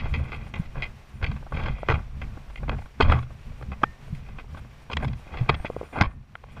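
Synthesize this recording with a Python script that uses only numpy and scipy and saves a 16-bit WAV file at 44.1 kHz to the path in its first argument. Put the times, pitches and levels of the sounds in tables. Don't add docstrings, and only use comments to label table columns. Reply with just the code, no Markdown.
import sys
import numpy as np
from scipy import signal
from scipy.fft import rfft, irfft
from scipy.io import wavfile
from scipy.ndimage import uniform_filter1d

SR = 44100
rng = np.random.default_rng(int(sys.argv[2]) if len(sys.argv) > 2 else 0)


def linear_from_db(decibels):
    return 10 ** (np.asarray(decibels, float) / 20)


def wav_record(signal):
    frames = np.transpose(np.atleast_2d(signal))
    bounded = np.clip(frames, -1, 1)
    quanta = np.round(bounded * 32767).astype(np.int16)
    wavfile.write(sys.argv[1], SR, quanta)


N = 291060
T = np.arange(N) / SR

# (pitch [Hz], level [dB], t60 [s])
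HOLLOW = [(294, 2.5, 0.012), (452, 1.5, 0.024), (571, 7.5, 0.0085), (824, 1, 0.017)]
SHELL = [(860, 5.4, 0.013), (1136, 9.16, 0.017), (1393, 9.23, 0.011), (1581, 7.4, 0.014)]
BRICK = [(1950, -5, .018), (2075, -1, .022), (2280, -3, .016), (2440, -1, .022), (2570, -3, .018),
         (2700, -7, .016), (2820, -12, .014)]
EDGE = [(3255, 1.5, 0.014), (3510, -13, 0.031), (3783, -12.5, 0.028), (4293, -11.5, 0.025),
        (4510, -8, 0.0078), (5070, -12, 0.015), (6140, -7.5, 0.0023), (6900, -33.5, 0.0022)]
PARTS = (HOLLOW, SHELL, BRICK, EDGE)
# (time [s], held [s], rumble [dB], scrape [dB], loose bricks on top against scrape [dB])
SHOVES = [(.02, .4, -57, -42.5, -4), (.57, 0.08, -60, -44.5, -5), (0.769, 0.067, -30.5, -37.5, -8.5),
          (1.14, 0.034, -41.5, -57, -4), (1.229, 0.092, -28.5, -41.5, -7), (1.548, 0.12, -24.5, -31.5, -7),
          (1.72, 0.11, -65, -48, 1), (1.901, 0.038, -26.5, -33, -9), (2.601, 0.11, -34, -50, -17),
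          (2.699, 0.033, -28, -36, -30), (3.028, .12, -23.5, -29.5, -10), (3.48, 0.36, -42, -70, -16),
          (4.08, 0.093, -38.5, -67, -12), (4.2, 0.094, -50.5, -53, -1.5), (4.55, .03, -43, -54, -22),
          (4.969, 0.13, -29.5, -40, -9.5), (5.261, .06, -55, -45.5, -6.5), (5.33, 0.062, -40, -36, -8.5),
          (5.408, 0.0099, -34, -46, -7), (5.5, 0.041, -31.5, -32, -9), (5.62, 0.23, -44.5, -46, -9),
          (5.969, 0.036, -30, -26.5, -13), (6.079, 0.13, -43.5, -65, -31), (6.48, .15, -44, -51, -4.5)]


def unit(x):
    return x / np.sqrt(np.mean(x ** 2))


def walk(rate):
    k = int(SR / rate)
    steps = np.repeat(rng.standard_normal(N // k + 1), k)
    return 1.77 * uniform_filter1d(uniform_filter1d(steps, k), k)[:N]


def ring(modes, length_s, detune=1., luck_db=0.):
    hz, db, t60 = np.transpose(modes)[:, :, None]
    t = T[:int(length_s * SR)]
    sense = (-1) ** np.arange(len(modes))[:, None]
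    decay = 1000. ** (-t / t60)
    return np.sum(sense * linear_from_db(db + luck_db) * np.sin(2 * np.pi * hz * detune * t) * decay, axis=0)


def add(out, s, x):
    i = max(int(s * SR), 0)
    out[i:i + len(x)] += x[:N - i]


def preamp():
    # (frequency [Hz], density [dB per Hz])
    hiss_curve = [(180, -21.5), (300, -4.5), (1090, -6), (1490, -9), (2400, -8.5), (3280, -14.5),
                  (13200, -33.5), (15100, -29)]
    # (time [s], length [s], level over hiss [dB])
    fizz_bursts = [(0.083, .035, 7), (.18, .025, 7), (.23, .035, 5), (.34, 0.03, 7), (.47, .03, 6),
                   (.58, 0.032, 7.5), (1.082, .02, 4), (1.14, 0.075, 4), (1.5, 0.071, 2), (1.79, .03, 4),
                   (2.525, .06, 5), (2.81, 0.061, 3), (3.196, 0.042, 3), (3.575, .05, 3), (4.08, .02, 6),
                   (4.145, 0.032, 5), (4.57, 0.031, 7), (4.82, 0.023, 5), (5.028, .03, 13), (5.17, .04, 3),
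                   (5.69, .13, 2), (5.837, 0.16, 7.5), (6.053, .1, 8), (6.358, 0.018, 4), (6.515, .03, 7.5)]
    # (pitch [Hz], level [dB], t60 [s])
    fizz_bands = [(7000, -4, 0.006), (9200, 3, 0.0043), (13700, -6, 0.0027)]
    hiss_db = -77
    whine_hz, whine_db = 13475, -11
    blink_hz, blink_db, blink_rate, blink_phase = 5659.5, 3.5, 24, 1.9
    duck_s, duck_depth_db, recovery_db_s = 6.0, -13, 20

    hz, db = np.transpose(hiss_curve)
    bins = np.maximum(np.fft.rfftfreq(N, 1 / SR), 1)
    colour = linear_from_db(np.interp(np.log(bins), np.log(hz), db))
    treble = (bins > 8000) & (bins < 13000)
    colour /= np.sqrt(np.sum(colour[treble] ** 2) / len(bins))
    hiss = irfft(rfft(rng.standard_normal(N)) * colour, N) * linear_from_db(1.0 * walk(24))

    writes = sum(linear_from_db(d) * ((T > s) & (T < s + length)) for s, length, d in fizz_bursts)
    fizz_noise = unit(np.convolve(rng.standard_normal(N), ring(fizz_bands, .01))[:N])
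    fizz = uniform_filter1d(writes, size=200) * fizz_noise

    whine = linear_from_db(whine_db + 2.0 * walk(25)) * np.sin(2 * np.pi * whine_hz * T + .3 * walk(34))
    lit = np.clip(.5 + 2 * np.cos(2 * np.pi * (blink_rate * T - blink_phase)), 0, 1)
    blink = linear_from_db(blink_db) * lit * np.sin(2 * np.pi * blink_hz * T + .25 * walk(60))

    duck_db = (T > duck_s) * np.minimum(duck_depth_db + recovery_db_s * (T - duck_s), 0)
    return linear_from_db(hiss_db + duck_db) * (hiss + fizz + whine + blink)


def axle():
    # (time [s], level [dB])
    axle_blows = [
        (3.835, 0),
        (5.495, 0),
        (6.013, -4),
    ]
    pin = (1816, -42, .36)  # Hz, dB, t60 s
    out = np.zeros(N)
    for s, db in axle_blows:
        add(out, s, linear_from_db(db) * ring([pin], .4))
    add(out, 6.0121, linear_from_db(-3.5) * np.hanning(12))

    start_s, end_s, stick_slip_hz = 5.562, 5.65, 4334
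    gate = np.clip(np.minimum(T - start_s, end_s - T) / .003, 0, 1)
    phase = 2 * np.pi * np.cumsum(stick_slip_hz * (1 + 0.0033 * walk(15))) / SR
    squeak = linear_from_db(-68) * np.sin(2 * phase) + linear_from_db(-79) * np.sin(3 * phase)
    side = linear_from_db(-82) * np.sin(2.36 * phase)
    return out + np.sqrt(2) * gate * (squeak + side)


def effort(coast_db, shove_db, fall_db_s):
    rise_db_s = 501
    start, held = np.transpose(SHOVES)[:2, :, None]
    t = T[::100]
    ramp = np.minimum(0, np.minimum((t - start) * rise_db_s, (start + held - t) * fall_db_s))
    shoves = np.interp(T, t, np.sum(linear_from_db(2 * (shove_db[:, None] + ramp)), axis=0))
    return 10 * np.log10(shoves + linear_from_db(2 * coast_db))


def rumble(sway_db, chassis_db):
    # (pitch [Hz], level [dB], t60 [s])
    sway = [(24.1, 17.5, 0.37), (38.2, 12, 0.32), (48.1, 14.5, 0.57)]
    chassis = [(58, -5, .12), (75, -1, .14), (100, -4, .1), (135, -2, .11), (170, -8, .07), (205, -5, .05),
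               (260, -17, .04)]
    out = 0
    for modes, db in ((sway, sway_db), (chassis, chassis_db)):
        grain = rng.standard_normal(N) * linear_from_db(3.0 * walk(22))
        out = out + linear_from_db(db) * unit(signal.fftconvolve(grain, ring(modes, .3))[:N])
    return out


def thumps():
    # (time [s], peak [dB], pitch [Hz], t60 [s])
    wheel_drops = [(0.595, -13.5, 163, 0.037), (0.768, -26, 129, 0.19), (1.225, -17, 82, 0.098),
                   (1.312, -29, 63, 0.19), (1.539, -23, 67, 0.12), (1.894, -11, 118, 0.044),
                   (1.927, -15, 73, 0.14), (2.603, -26.5, 107, 0.13), (2.677, -25, 134, 0.11),
                   (3.027, -13, 82, 0.14), (3.085, -8.5, 76, 0.14), (3.139, -15.5, 123, 0.37),
                   (3.825, -30.5, 124, 0.21), (4.125, -19.5, 149, 0.059), (4.966, -22, 76, 0.08),
                   (5.023, -18, 65, 0.11), (5.407, -12.5, 122, 0.11), (5.489, -16, 133, 0.17),
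                   (5.598, -20.5, 68, 0.035), (6.008, -12.5, 105.5, 0.13), (6.012, -13, 200, 0.05),
                   (6.063, -17.5, 61.8, 0.055)]
    # (time [s], peak [dB], pitch [Hz], t60 [s])
    taps = [
        (1.831, -17, 610, 0.015),
        (5.647, -25, 487, 0.01),
        (5.7, -16.5, 480, 0.02),
        (5.764, -17, 477, 0.016),
        (5.812, -18.5, 490, 0.019),
        (5.83, -25, 430, 0.016),
        (6.354, -21, 1390, 0.015),
    ]
    out = np.zeros(N)
    for table, push_cycles, upper_db in ((wheel_drops, .7, -9), (taps, .4, -4)):
        for s, db, hz, t60 in table:
            modes = [(hz, 0, t60), (1.5 * hz, upper_db, .6 * t60), (2.3 * hz, upper_db - 3, .6 * t60)]
            x = np.convolve(ring(modes, .25), np.hanning(int(push_cycles * SR / hz)))
            add(out, s, x / np.abs(x).max() * linear_from_db(db - 1.5))
    return out


def scrape(dull_db, bright_db):
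    part_share = [
        -9,
        -10.5,
        -5.5,
        -14.5,
    ]
    ticks_per_s = 1500
    out, bursts = 0, linear_from_db(1.54 * walk(40))
    for modes, db, share_db in zip(PARTS, (dull_db, dull_db, bright_db, bright_db), part_share):
        sizes = linear_from_db(3.8 * np.minimum(rng.exponential(size=N), 3))
        ticks = (rng.random(N) < ticks_per_s / SR) * rng.standard_normal(N) * sizes
        rub = (unit(ticks) + 0.34 * rng.standard_normal(N)) * bursts
        out = out + linear_from_db(db + share_db) * unit(signal.fftconvolve(rub, ring(modes, .06))[:N])
    return out


def knocks():
    # (time [s], peak [dB], hardness [dB], chatter [s])
    under = [(0.054, -30, 2, 0.018), (.195, -37, -8, 0.013), (.466, -41, 6, .006),
             (1.426, -40.5, -14, .006), (1.464, -37.5, -19, 0.013), (1.568, -30, 9, 0.0099),
             (2.373, -35.5, -18, 0.0046), (2.631, -31, -4, 0.01), (2.68, -31.5, 3, 0.0088),
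             (2.784, -36.5, 5, .008), (2.818, -41, 3, .006), (3.002, -12, -10, 0.0045),
             (3.305, -41, -7, 0.0038), (3.518, -45, 2, 0.0039), (3.612, -35, -6, 0.002),
             (3.817, -36.5, 0, 0.0082), (4.079, -42, -7, 0.0044), (4.442, -47, -12, 0.0062),
             (5.025, -25, 1, 0.019), (5.195, -50.5, -2, 0.0061), (5.462, -37.5, 2, 0.0035),
             (5.49, -19.5, 11, 0.015), (5.596, -38, 3, 0.0085), (5.647, -21.5, 0, 0.0057),
             (5.927, -34, 5, 0.027), (5.957, -26, 0, 0.0096), (5.984, -22, 3, 0.0066),
             (6.01, -8.5, 5, 0.0054)]
    side_on = [(1.523, -21, -9, 0.003), (1.597, -28, -6, 0.02), (1.636, -27, 5, 0.0064),
               (1.658, -22.5, 6, 0.015), (1.683, -22, 3, 0.0064), (1.782, -37, -9, 0.013),
               (1.921, -15, 1, 0.0057), (2.499, -37.5, 0, 0.011), (2.858, -37, 1, 0.0062),
               (3.0075, -2.5, 1, 0.006), (3.084, -31, -3, .007), (3.1213, -6, -0.5, .005),
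               (3.228, -34.5, 5.5, 0.0094), (3.626, -30, 0, 0.004), (3.834, -1, -5.5, 0.005),
               (4.288, -39.5, 6, .009), (4.547, -31, -6, .007), (4.571, -32, -0.5, 0.024),
               (4.648, -40, -9, 0.0067), (4.9, -22.5, -4, 0.0091), (5.007, -34, -9, 0.0037),
               (5.339, -26, 1.5, 0.011), (5.494, -3.5, 3, 0.0029), (6.353, -36, 1, 0.0051),
               (6.437, -32, -3, 0.0057), (6.565, -35.5, 3, 0.051)]
    on_top = [(0.655, -43.5, 3, .013), (1.315, -28.5, -1, 0.0071), (2.695, -11, -6.5, 0.0027),
              (3.021, -12.5, -0.5, 0.01), (3.188, -22, -9.5, 0.0063), (4.915, -24, -1, 0.012),
              (4.932, -20.5, 5.5, 0.005), (4.97, -14.5, 3.5, .0034), (5.045, -20.5, -4.5, 0.0083),
              (5.08, -31, 1, 0.0068), (5.132, -32.5, -2, 0.0054), (5.498, -8, -2, 0.0032),
              (5.544, -22, 0.5, 0.0068), (6.019, -8, -6, 0.0086)]
    rattles = [(0.0, -41, 18, .012), (.14, -25, 10, 0.031), (0.32, -25.5, 2.5, 0.059),
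               (.54, -25.5, 6, 0.043), (0.757, -27.5, -13, 0.042), (.823, -27, 13, 0.039),
               (1.215, -31.5, -7, 0.017), (1.228, -19.5, -2.5, 0.032), (1.243, -29, 16, 0.031),
               (1.364, -34, -3, 0.02), (1.887, -7.5, -3.5, .038), (1.942, -20.5, 1.5, .026),
               (2.217, -29.5, 5, .026), (2.559, -33, 8, 0.027), (2.717, -27, -5, 0.032),
               (3.049, -22.5, -4, 0.04), (3.099, -14, -3, 0.062), (3.141, -21.5, -12, 0.066),
               (3.719, -26, -4, 0.023), (4.15, -48.5, 15.5, 0.0099), (4.386, -28.5, 1, 0.028),
               (5.373, -28, 4, 0.046), (5.509, -28, -6, .03), (5.657, -30, 8.5, 0.022),
               (6.036, -18.5, -2.5, 0.031)]
    # (hollow [dB], shell [dB], brick [dB], edge [dB])
    colours = [
        (1.5, -4, -9.5, -24),
        (-7.5, -4, -14, -17.5),
        (-9.5, -6, -7.5, -9.5),
        (-7, -4, -6, -14.5),
    ]
    hollow_lag = [
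        .01,
        0.27,
        0.17,
        0.02,
    ]
    # (mean gap [s], first touch against the rest [dB])
    bounce = [
        (.0012, -3),
        (.0012, 2),
        (.0012, 0),
        (.003, 6),
    ]
    mean_blow_db = -25
    crack_db, crack_decay_s = -11, .0004

    out = np.zeros(N)
    kinds = zip((under, side_on, on_top, rattles), colours, hollow_lag, bounce)
    for table, colour, lag, (gap_s, first_db) in kinds:
        chance = rng.standard_normal((len(table), 192))
        for (s, db, hard_db, chatter_s), c in zip(table, chance):
            when = np.cumsum(gap_s * np.exp(.6 * c[:64]))
            when -= when[0]
            fade = np.exp(-when / .07 - (when / max(chatter_s, .001)) ** 3)
            parts_db = db + np.array(colour) + hard_db * np.array([0, 0, 1, 1])
            parts_db[0] -= lag * (db - mean_blow_db)
            for k, (modes, part_db) in enumerate(zip(PARTS, parts_db)):
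                size = np.sign(np.roll(c[64:128], k)) * linear_from_db(3.5 * np.roll(c[128:], 5 * k)) * fade
                size[0] = linear_from_db(first_db)
                touches = np.bincount((when * SR).astype(int), size)
                blows = np.convolve(touches, np.hanning(7))
                luck = c[70 + 8 * k:70 + 8 * k + len(modes), None]
                part = signal.fftconvolve(blows, ring(modes, .05, 1 + .015 * luck, 2.5 * luck[::-1]))
                add(out, s - .001, part / np.abs(part).max() * linear_from_db(part_db))
            snap = np.convolve(blows, np.diff(c[64:]) * np.exp(-T[:127] / crack_decay_s))
            add(out, s - .001, snap / np.abs(snap).max() * linear_from_db(parts_db[3] + crack_db))
    return out


def scene():
    # (time [s], level [dB])
    coast = [(0, -30.5), (.37, -34.5), (1.06, -50), (1.42, -48), (2.06, -42.5), (2.3, -37.5), (2.55, -47),
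             (2.95, -52), (3.16, -42), (3.4, -45.5), (3.7, -41), (3.98, -48.5), (4.35, -40), (4.68, -48),
             (4.88, -43.5), (5.75, -48.5), (6.3, -51.5), (6.6, -50)]
    coast_scrape_db, coast_bright_db = -13, -14
    sway_over_rumble_db = -1.5
    sway_fall_db_s, chassis_fall_db_s, scrape_fall_db_s = 118, 168.5, 225
    housing_hz = 6170

    coast_db = np.interp(T, *np.transpose(coast))
    rumble_db, scrape_db, loose_db = np.transpose(SHOVES)[2:]
    sway_db = effort(coast_db, rumble_db, sway_fall_db_s) + sway_over_rumble_db
    chassis_db = effort(coast_db, rumble_db, chassis_fall_db_s)
    dull_coast_db = coast_db + coast_scrape_db
    dull_db = effort(dull_coast_db, scrape_db, scrape_fall_db_s)
    bright_db = effort(dull_coast_db + coast_bright_db, scrape_db + loose_db, scrape_fall_db_s)

    background = preamp() + axle()
    wheels = rumble(sway_db, chassis_db) + thumps()
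    bricks = scrape(dull_db, bright_db) + knocks()
    bricks = signal.sosfilt(signal.butter(3, housing_hz, fs=SR, output="sos"), bricks)
    return (background + wheels + bricks)[None]


def top_cut(x):
    return signal.sosfilt(signal.butter(12, 15220, fs=SR, output="sos"), x)


def record(dry):
    top_hz = 14750
    dry = signal.sosfilt(signal.ellip(8, .2, 50, top_hz, fs=SR, output="sos"), dry)
    return top_cut(np.clip(dry, -1, 1))


dry = scene()
out = record(dry)
wav_record(out)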